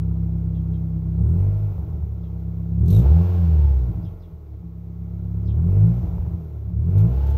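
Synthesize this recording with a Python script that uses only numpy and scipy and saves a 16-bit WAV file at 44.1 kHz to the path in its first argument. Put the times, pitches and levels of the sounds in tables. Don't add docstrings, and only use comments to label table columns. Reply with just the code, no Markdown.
import sys
import numpy as np
from scipy import signal
from scipy.fft import rfft, irfft, next_fast_len
from scipy.io import wavfile
from scipy.ndimage import uniform_filter1d, map_coordinates

SR = 44100
rng = np.random.default_rng(int(sys.argv[2]) if len(sys.argv) > 2 else 0)


def dump_mix(stems):
    frames = np.atleast_2d(stems).T
    limited = np.clip(frames, -1, 1)
    pcm = np.round(limited * 32767).astype(np.int16)
    wavfile.write(sys.argv[1], SR, pcm)


def undo_db(level):
    steps = np.asarray(level, float) / 20
    return 10 ** steps


N = 325017


def unit(x):
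    return x / np.sqrt(np.mean(x ** 2) + 1e-20)


def along(points, hz):
    f, v = np.transpose(points)
    return np.interp(np.log(hz + 1), np.log(f + 1), v)


def curves(rows):
    s, *cols = np.transpose(rows)
    return [np.interp(np.arange(N) / SR, s, c) for c in cols]


def wobble(rate):
    knots = rng.standard_normal(int(N * rate / SR) + 4)
    return map_coordinates(knots, [np.arange(N) * rate / SR])


def filtered(x, response):
    m = next_fast_len(N + SR // 2)
    return irfft(rfft(x, m) * response(np.fft.rfftfreq(m, 1 / SR)), m)[:N]


def coloured(x, spectrum):
    return filtered(x, lambda hz: undo_db(along(spectrum, hz)))


def noise(spectrum):
    return unit(coloured(rng.standard_normal(N), spectrum))


def tail(t60):
    t = np.arange(SR // 5) / SR
    burst = rng.standard_normal(len(t)) * undo_db(-60 * t / t60)
    return burst / np.linalg.norm(burst)


# time in seconds, firing rate in Hz.
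SPEED = [(0.0, 33.2), (1.19, 32.4), (1.46, 51.13), (1.67, 52.3), (1.88, 39.24), (2.22, 32.93),
         (2.82, 33.65), (3.21, 90.7), (3.33, 89.12), (4.13, 44.14), (4.6, 33.39), (5.51, 34.48),
         (5.96, 62.38), (6.24, 52.75), (6.33, 41.53), (6.74, 32.47), (7.22, 70.57), (7.37, 69.78)]
FLYWHEEL_S = 0.17
START_TURN = 2.3


def crankshaft():
    target = curves(SPEED)[0]
    rate = uniform_filter1d(target, size=round(FLYWHEEL_S * SR), mode="nearest")
    turn = START_TURN + 2 * np.pi * np.cumsum(rate) / SR
    return rate, turn


# frequency in Hz, gain in dB.
PIPE = [(25, -28), (45, -20), (70, 1), (88, -2), (105, 5), (135, -18), (170, 3), (203, -29.5), (244, -15),
        (272, -41.5), (320, -23.5), (450, -32.5), (900, -33.5), (3000, -80)]


def pipe(hz):
    grid = np.fft.rfftfreq(SR, 1 / SR)
    cepstrum = irfft(np.log(undo_db(along(PIPE, grid))), SR)
    cepstrum[1:SR // 2] *= 2
    log = rfft(cepstrum[:SR // 2], SR)
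    return np.interp(hz, grid, log.real) + 1j * np.interp(hz, grid, log.imag)


# start in seconds, end in seconds.
OVERRUNS = [
    (1.735, 1.84),
    (3.904, 4.13),
    (6.026, 6.36),
]
MISFIRE_DB, MISFIRE_EDGE_S = -9, 0.04


def misfire():
    t = np.arange(N) / SR
    lost = np.zeros(N)
    for start, end in OVERRUNS:
        lost += np.clip(np.minimum(t - start, end - t) / MISFIRE_EDGE_S + .5, 0, 1)
    return MISFIRE_DB * lost


# time in seconds, pressure in dB,
# softness in dB per doubling of order, hard edge in dB.
PULSE = [(0, -29.5, -3, -22), (1.04, -36, -5, -21.5), (1.42, -11, 2.5, -17.5), (1.54, -16, 5, -23),
         (2.21, -33.5, 0.1, -32), (2.7, -35.5, -4, -25), (2.94, -8, 2.5, -9), (3.55, -11.5, 8, -19.5),
         (3.84, -12, 4, -23), (4.23, -26, 12, -44.5), (4.85, -43.5, -3.5, -34.5), (5.45, -32, -3, -25),
         (5.71, -10.5, 3, -15.5), (5.99, -18, -3.5, -22.5), (6.41, -30, 2.5, -30.5), (6.66, -36, -2.5, -33),
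         (6.96, -11.5, 0.9, -15), (7.37, -16, 5, -24)]
# frequency in Hz, gain in dB.
STANDING_WAVES = [(65, 4.5), (99, -3.5), (137, 1), (168, -5.5), (182, -13), (200, -3), (262, -10.5),
                  (325, -4.5)]
# firing rate in Hz, gain in dB.
FIRST_ORDER = [(33, -18.5), (44, -14.5), (59, -9), (64, -4.5), (72.6, -1), (78, -2), (89, -7.5)]
SOFT_UP_TO = 3
PIPE_LAG_S = 0.027
FIRST_LOSES = 0.4


def firing(rate, turn):
    pulse_db, soft_db, edge_db = curves(PULSE)
    t = np.arange(N)
    coarse = t[::64]
    heard = np.interp(coarse - PIPE_LAG_S * SR, t, rate)
    tone, lost = np.zeros(N), undo_db(misfire())
    for k in range(1, 11):
        log = pipe(k * heard)
        lag = np.interp(t, coarse, log.imag)
        if k == 1:
            gain = undo_db(along(FIRST_ORDER, heard))
            kept = lost ** FIRST_LOSES
        else:
            gain = np.exp(log.real) * undo_db(along(STANDING_WAVES, k * heard))
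            kept = lost
        source_db = pulse_db - soft_db * np.log2(k) if k <= SOFT_UP_TO else edge_db
        level = undo_db(source_db) * np.interp(t, coarse, gain) * kept
        phase = k * turn + lag + .025 * k * wobble(12)
        tone += np.sqrt(2) * level * undo_db(.5 * wobble(14)) * np.cos(phase)
    half_db = pulse_db + along(FIRST_ORDER, rate) - 17 + 1.2 * along(PIPE, 1.5 * rate)
    tone += undo_db(half_db + 2.5 * wobble(6)) * np.cos(1.5 * turn)
    cylinders = 1 + 0.046 * np.cos(turn / 2) + 0.12 * np.cos(turn / 4)
    return tone * cylinders


# start in seconds, strength in dB, thump in Hz, ring of the boxes in dB.
POPS = [(1.781, -16, 78, -21), (1.825, -15.5, 84.5, -13.5), (1.854, -24, 102, -16), (1.926, -19.5, 66, -21),
        (1.955, -25, 80.92, -3), (2.026, -17.5, 91, -11.5), (3.884, -16, 103.4, -2.5),
        (3.945, -20, 104.5, -5.5), (3.974, -20, 106, -2.5), (4.001, -26, 113, -13),
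        (4.027, -23.5, 97.1, -0.5), (4.067, -22, 96, -30), (4.11, -23.5, 87, -8), (4.301, -31.5, 82, -6.5),
        (4.331, -33.5, 80.6, -10), (4.629, -28.5, 94.2, -4), (6.031, -12, 80.7, -10),
        (6.072, -15, 73.5, -21), (6.127, -17, 70, -28), (6.183, -12.5, 64.78, -31),
        (6.224, -14.5, 86.4, -23), (6.266, -15, 95, -20), (6.308, -19.5, 79.63, -6.5),
        (6.336, -18, 85, -13), (6.702, -22, 85.13, -3.5)]
# frequency in Hz, level in dB, decay by 60 dB in seconds.
BOXES = [(170.6, 0.5, 0.2), (314.8, -11, 0.19), (244, -25, 0.37)]


def pops():
    t = np.arange(SR // 4) / SR
    push, thump = np.zeros(N), np.zeros(N + SR)
    ring = np.zeros(len(t))
    for hz, db, t60 in BOXES:
        ring += undo_db(db - 60 * t / t60) * np.sin(2 * np.pi * hz * t)
    ring *= 1 - np.exp(-t / 0.015)
    for s, db, hz, ring_db in POPS:
        push[round(s * SR)] = -undo_db(db + 39.5)
        u = t * hz / 0.86
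        blow = u ** 2 * np.exp(2 - 2 * u) * np.sin(2 * np.pi * hz * t)
        thump[round(s * SR):][:len(t)] -= undo_db(db) * (blow + undo_db(ring_db) * ring)
    return thump[:N] + filtered(push, lambda hz: np.exp(pipe(hz)))


# frequency in Hz, density in dB per Hz.
ROAR = [(160, -41.5), (280, -12.5), (309, -5), (333, -3.5), (379, -1.5), (447, -0.5), (520, -12.5),
        (642, -9), (714, -15.5), (830, -15), (923, -21), (1090, -20.5), (1180, -29.5), (1380, -23.5),
        (1700, -45), (2210, -65), (3740, -120)]
# frequency in Hz, gain in dB.
TURBULENT = [(300, -3), (480, -2), (800, 0), (1500, 1.5)]


def rasp(rate, turn):
    at = np.flatnonzero(np.diff(np.floor(turn / (2 * np.pi))))
    cylinder = np.resize([0.58, .55, 0.79, .6], len(at))
    edges = np.zeros(N)
    edges[at] = cylinder * undo_db(1.1 * rng.standard_normal(len(at))) / np.sqrt(rate[at])
    smear = rfft(tail(.07), SR // 4)
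    echoed = signal.fftconvolve(edges, irfft(smear / np.abs(smear)))[:N]
    return unit(filtered(echoed, lambda hz: undo_db(along(ROAR, hz) - along(TURBULENT, hz))))


# frequency in Hz, gain in dB.
THINNER = [(250, -2), (310, 2), (370, -6), (460, -3), (650, -0.5), (1500, 0.5)]


def roar(rate, turn, idle):
    pulsing = unit(1 + .2 * np.cos(turn / 2))
    rush = undo_db(-4 + 2 * idle) * pulsing * unit(coloured(noise(ROAR), TURBULENT))
    body = rush + undo_db(-2.5 - 3.5 * idle) * rasp(rate, turn)
    return idle * body + (1 - idle) * coloured(body, THINNER)


def drone():
    hz = 314 + 3 * wobble(23)
    return undo_db(-1 + 1.3 * wobble(25)) * np.cos(2 * np.pi * np.cumsum(hz) / SR)


# frequency in Hz, gain in dB.
WHINE = [(300, -31), (420, -18.5), (520, -26.5), (640, -8), (750, -23), (875, -3.5), (980, -30),
         (1120, -13.5), (1250, -33)]
WHINE_ORDER = 12.5
HIGH_ORDERS_DB = -11.5


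def whine(rate, turn, idle):
    mesh_db = along(WHINE, WHINE_ORDER * rate) - 3 + 3 * wobble(12)
    mesh = undo_db(mesh_db) * np.cos(WHINE_ORDER * turn + .7 * wobble(30))
    sway = .1 * wobble(15)
    orders = np.zeros(N)
    for k in range(7, 14):
        level_db = along(WHINE, k * rate) + HIGH_ORDERS_DB + 2.1 * wobble(6.3)
        orders += undo_db(level_db) * np.cos(k * (turn + sway) + k * k)
    return mesh + (1 - idle) * orders


# frequency in Hz, density in dB per Hz.
FAST_HISS = [(940, -30.5), (1600, 3), (1700, -3), (2760, -3), (2990, -5), (6210, -14), (8060, -22),
             (9500, -34.5), (12400, -58.5), (20900, -120)]
SLOW_HISS = [(940, -31), (1600, 0), (1720, -2.5), (2140, 1), (2620, -5), (3040, -6), (3940, -6.5),
             (4680, -10.5), (5900, -9.5), (6400, -10), (7160, -15.5), (7940, -16), (9500, -29),
             (12400, -57.5), (20900, -120)]


def hiss(hiss_db):
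    fast = np.clip((hiss_db + 67.5) / 5, 0, 1)
    return undo_db(hiss_db + 2.0) * (np.sqrt(fast) * noise(FAST_HISS) + np.sqrt(1 - fast) * noise(SLOW_HISS))


def breath(rate, flow_db):
    climb = np.clip(np.gradient(rate) * SR, 0, 90)
    middle = np.exp(-((rate - 51) / 9) ** 2)
    band = noise([(1700, -34.5), (2050, -1.0), (2750, -2.0), (3200, -28)])
    return undo_db(flow_db - 27.5 + 60 * climb / 1000) * middle * band


# time in seconds, flow in dB.
GAS = [(0, -51.5), (1.1, -52.5), (1.4, -44.5), (1.8, -47.5), (2.1, -54), (2.77, -52.5), (3.03, -37),
       (3.44, -41.5), (3.9, -47), (4.34, -56), (4.7, -59), (5.5, -51.5), (5.78, -41.5), (5.9, -43.5),
       (6.35, -49.5), (6.76, -56.5), (7.0, -40), (7.37, -41.5)]
# firing rate in Hz, level in dB.
HISS_BY_SPEED = [(33, -74.5), (45, -75), (57, -73.5), (70, -68), (90, -67)]
FIZZ_BY_SPEED = [(33, -76), (45, -75.5), (57, -75.5), (70, -75.5), (90, -73.5)]
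# frequency in Hz, density in dB per Hz.
FIZZ = [(5590, -52.5), (9500, -22), (12300, -2.5), (15600, -4)]
IDLE_FLOW_DB, HISS_FOLLOWS, FIZZ_FOLLOWS = -52.5, 0.6, 0.66


def gas(rate, turn):
    flow_db, = curves(GAS)
    change_db = flow_db - IDLE_FLOW_DB
    hiss_db = along(HISS_BY_SPEED, rate) + HISS_FOLLOWS * change_db
    fizz_db = along(FIZZ_BY_SPEED, rate) + FIZZ_FOLLOWS * change_db
    idle = np.clip((48 - rate) / 12, 0, 1)
    burble = undo_db(flow_db + 7.5 - .75 * misfire() + 1.5 * wobble(9)) * noise(PIPE)
    voiced = roar(rate, turn, idle) + idle * drone() + whine(rate, turn, idle)
    fizz = undo_db(fizz_db + 4.5) * noise(FIZZ)
    return burble + undo_db(flow_db + 2.0) * voiced + hiss(hiss_db) + breath(rate, flow_db) + fizz


# start in seconds, end in seconds, level in dB.
INTAKE = [
    (1.185, 1.417, -78.5),
    (2.8, 2.811, -76.5),
    (5.59, 5.803, -81),
    (6.795, 6.828, -84.5),
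]
INTAKE_RISE_S, INTAKE_FADE_S, INTAKE_SHUT_DB = 0.03, 0.09, -97


def intake():
    t = np.arange(N) / SR
    level_db = np.full(N, float(INTAKE_SHUT_DB))
    for start, end, db in INTAKE:
        nearest = np.minimum((t - start) / INTAKE_RISE_S, (end - t) / INTAKE_FADE_S)
        level_db += (db - INTAKE_SHUT_DB) * np.clip(nearest + 1, 0, 1)
    return undo_db(level_db) * noise([(6500, -42.0), (7700, -9.0), (8100, -2.5), (8500, -4.5), (9500, -38.5)])


# start in seconds, level in dB.
KNOCKS = [(2.856, -65.5), (2.879, -55), (2.902, -51.5), (2.925, -55), (2.945, -55.5), (2.963, -57.5),
          (2.985, -60), (2.999, -64.5), (3.017, -67.5), (6.899, -72.5), (6.978, -61), (7.0, -67),
          (7.266, -64), (7.3, -63.5), (2.397, -76)]
# frequency in Hz, density in dB per Hz.
SHIELD = [(1530, -45.5), (2600, -11), (3430, -6.5), (3720, -4.5), (3950, -5.5), (4770, -15), (6240, -7.5),
          (6930, -12.5), (8240, -12), (9360, -26.5), (9790, -18), (12900, -3), (15600, -14)]
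# frequency in Hz, bandwidth in Hz, level in dB.
TIN = [(2800, 110, -5), (3960, 46, -12.5), (6250, 78, -6), (8050, 120, -3.5), (12700, 60, -5),
       (13000, 44, -15), (13400, 41, 1), (13800, 92, -8)]
# time in seconds, frequency in Hz, level in dB.
BEND = [
    (2.85, 3840, -24),
    (2.88, 3930, -3),
    (2.9, 4270, -0.5),
    (2.95, 3850, 4.5),
    (3.0, 3570, 3),
    (3.05, 3360, -25),
]


def shield():
    t = np.arange(SR // 8) / SR
    knocks = np.zeros(N + SR)
    for s, db in KNOCKS:
        knocks[round(s * SR):][:len(t)] += undo_db(db - 60 * t / 0.12) * (1 - np.exp(-t / 0.00094))

    def modes(f):
        return sum(undo_db(db) * 1j * f * w / (c * c - f * f + 1j * f * w) for c, w, db in TIN)

    ring = unit(filtered(rng.standard_normal(N), modes))
    hz, flex_db = curves(BEND)
    flex = wobble(260) * np.cos(2 * np.pi * np.cumsum(hz) / SR)
    return knocks[:N] * (undo_db(7.0) * noise(SHIELD) + undo_db(flex_db) * (undo_db(-8.5) * ring + flex))


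# frequency in Hz, level in dB.
PUMP = [(915, -79.5), (1108, -78), (1261, -79.5)]


def pump():
    t = np.arange(N) / SR
    lines = np.zeros(N)
    for hz, db in PUMP:
        phase = 2 * np.pi * hz * t + .5 * wobble(12)
        lines += np.sqrt(2) * undo_db(db + 1.8 * wobble(8)) * np.cos(phase)
    return lines


# start in seconds, start in Hz, end in Hz, level in dB, lead-in in dB.
CHIRPS = [
    (.543, 3600, 3150, -69, -16),
    (.73, 3510, 3100, -68.5, -28),
    (2.232, 3700, 3117, -69, -14.5),
    (4.048, 3620, 3020, -67, -7),
    (4.22, 4130, 3180, -68, -9),
    (5.476, 4100, 2940, -62, -9.5),
]
FLUTTER_HZ, FLUTTER_DEPTH = 585, 0.66


def sparrow():
    t = np.arange(round(0.048 * SR)) / SR
    song = np.zeros(N + SR)
    shape = np.sin(np.pi * (t / t[-1]) ** 0.64) ** 0.76
    lead = shape * np.sin(2 * np.pi * np.cumsum(4750 + 15000 * t) / SR)
    for s, hz0, hz1, db, lead_db in CHIRPS:
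        glide = hz1 + (hz0 - hz1) * np.exp(-t / 0.017)
        note = shape * np.sin(2 * np.pi * np.cumsum(glide) / SR)
        song[round(s * SR):][:len(t)] += undo_db(db) * note
        song[round((s - .026) * SR):][:len(t)] += undo_db(db + lead_db) * lead
    flutter = FLUTTER_DEPTH * np.cos(2 * np.pi * FLUTTER_HZ * np.arange(N) / SR)
    hoarse = song[:N] * (1 + flutter + .85 * wobble(1300))
    return hoarse + undo_db(-2) * signal.fftconvolve(hoarse, tail(0.2))[:N]


def scene():
    rate, turn = crankshaft()
    exhaust = firing(rate, turn) + pops() + gas(rate, turn)
    return (exhaust + intake() + shield() + pump() + sparrow())[None]


def roll_off(x):
    return signal.sosfilt(signal.butter(12, 15720, fs=SR, output="sos"), x)


def record(dry):
    mix = filtered(dry[0], lambda hz: (hz < 15750) * hz ** 2 / (hz ** 2 + 24 ** 2))[None]
    return roll_off(mix)


dry = scene()
out = record(dry)
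dump_mix(out)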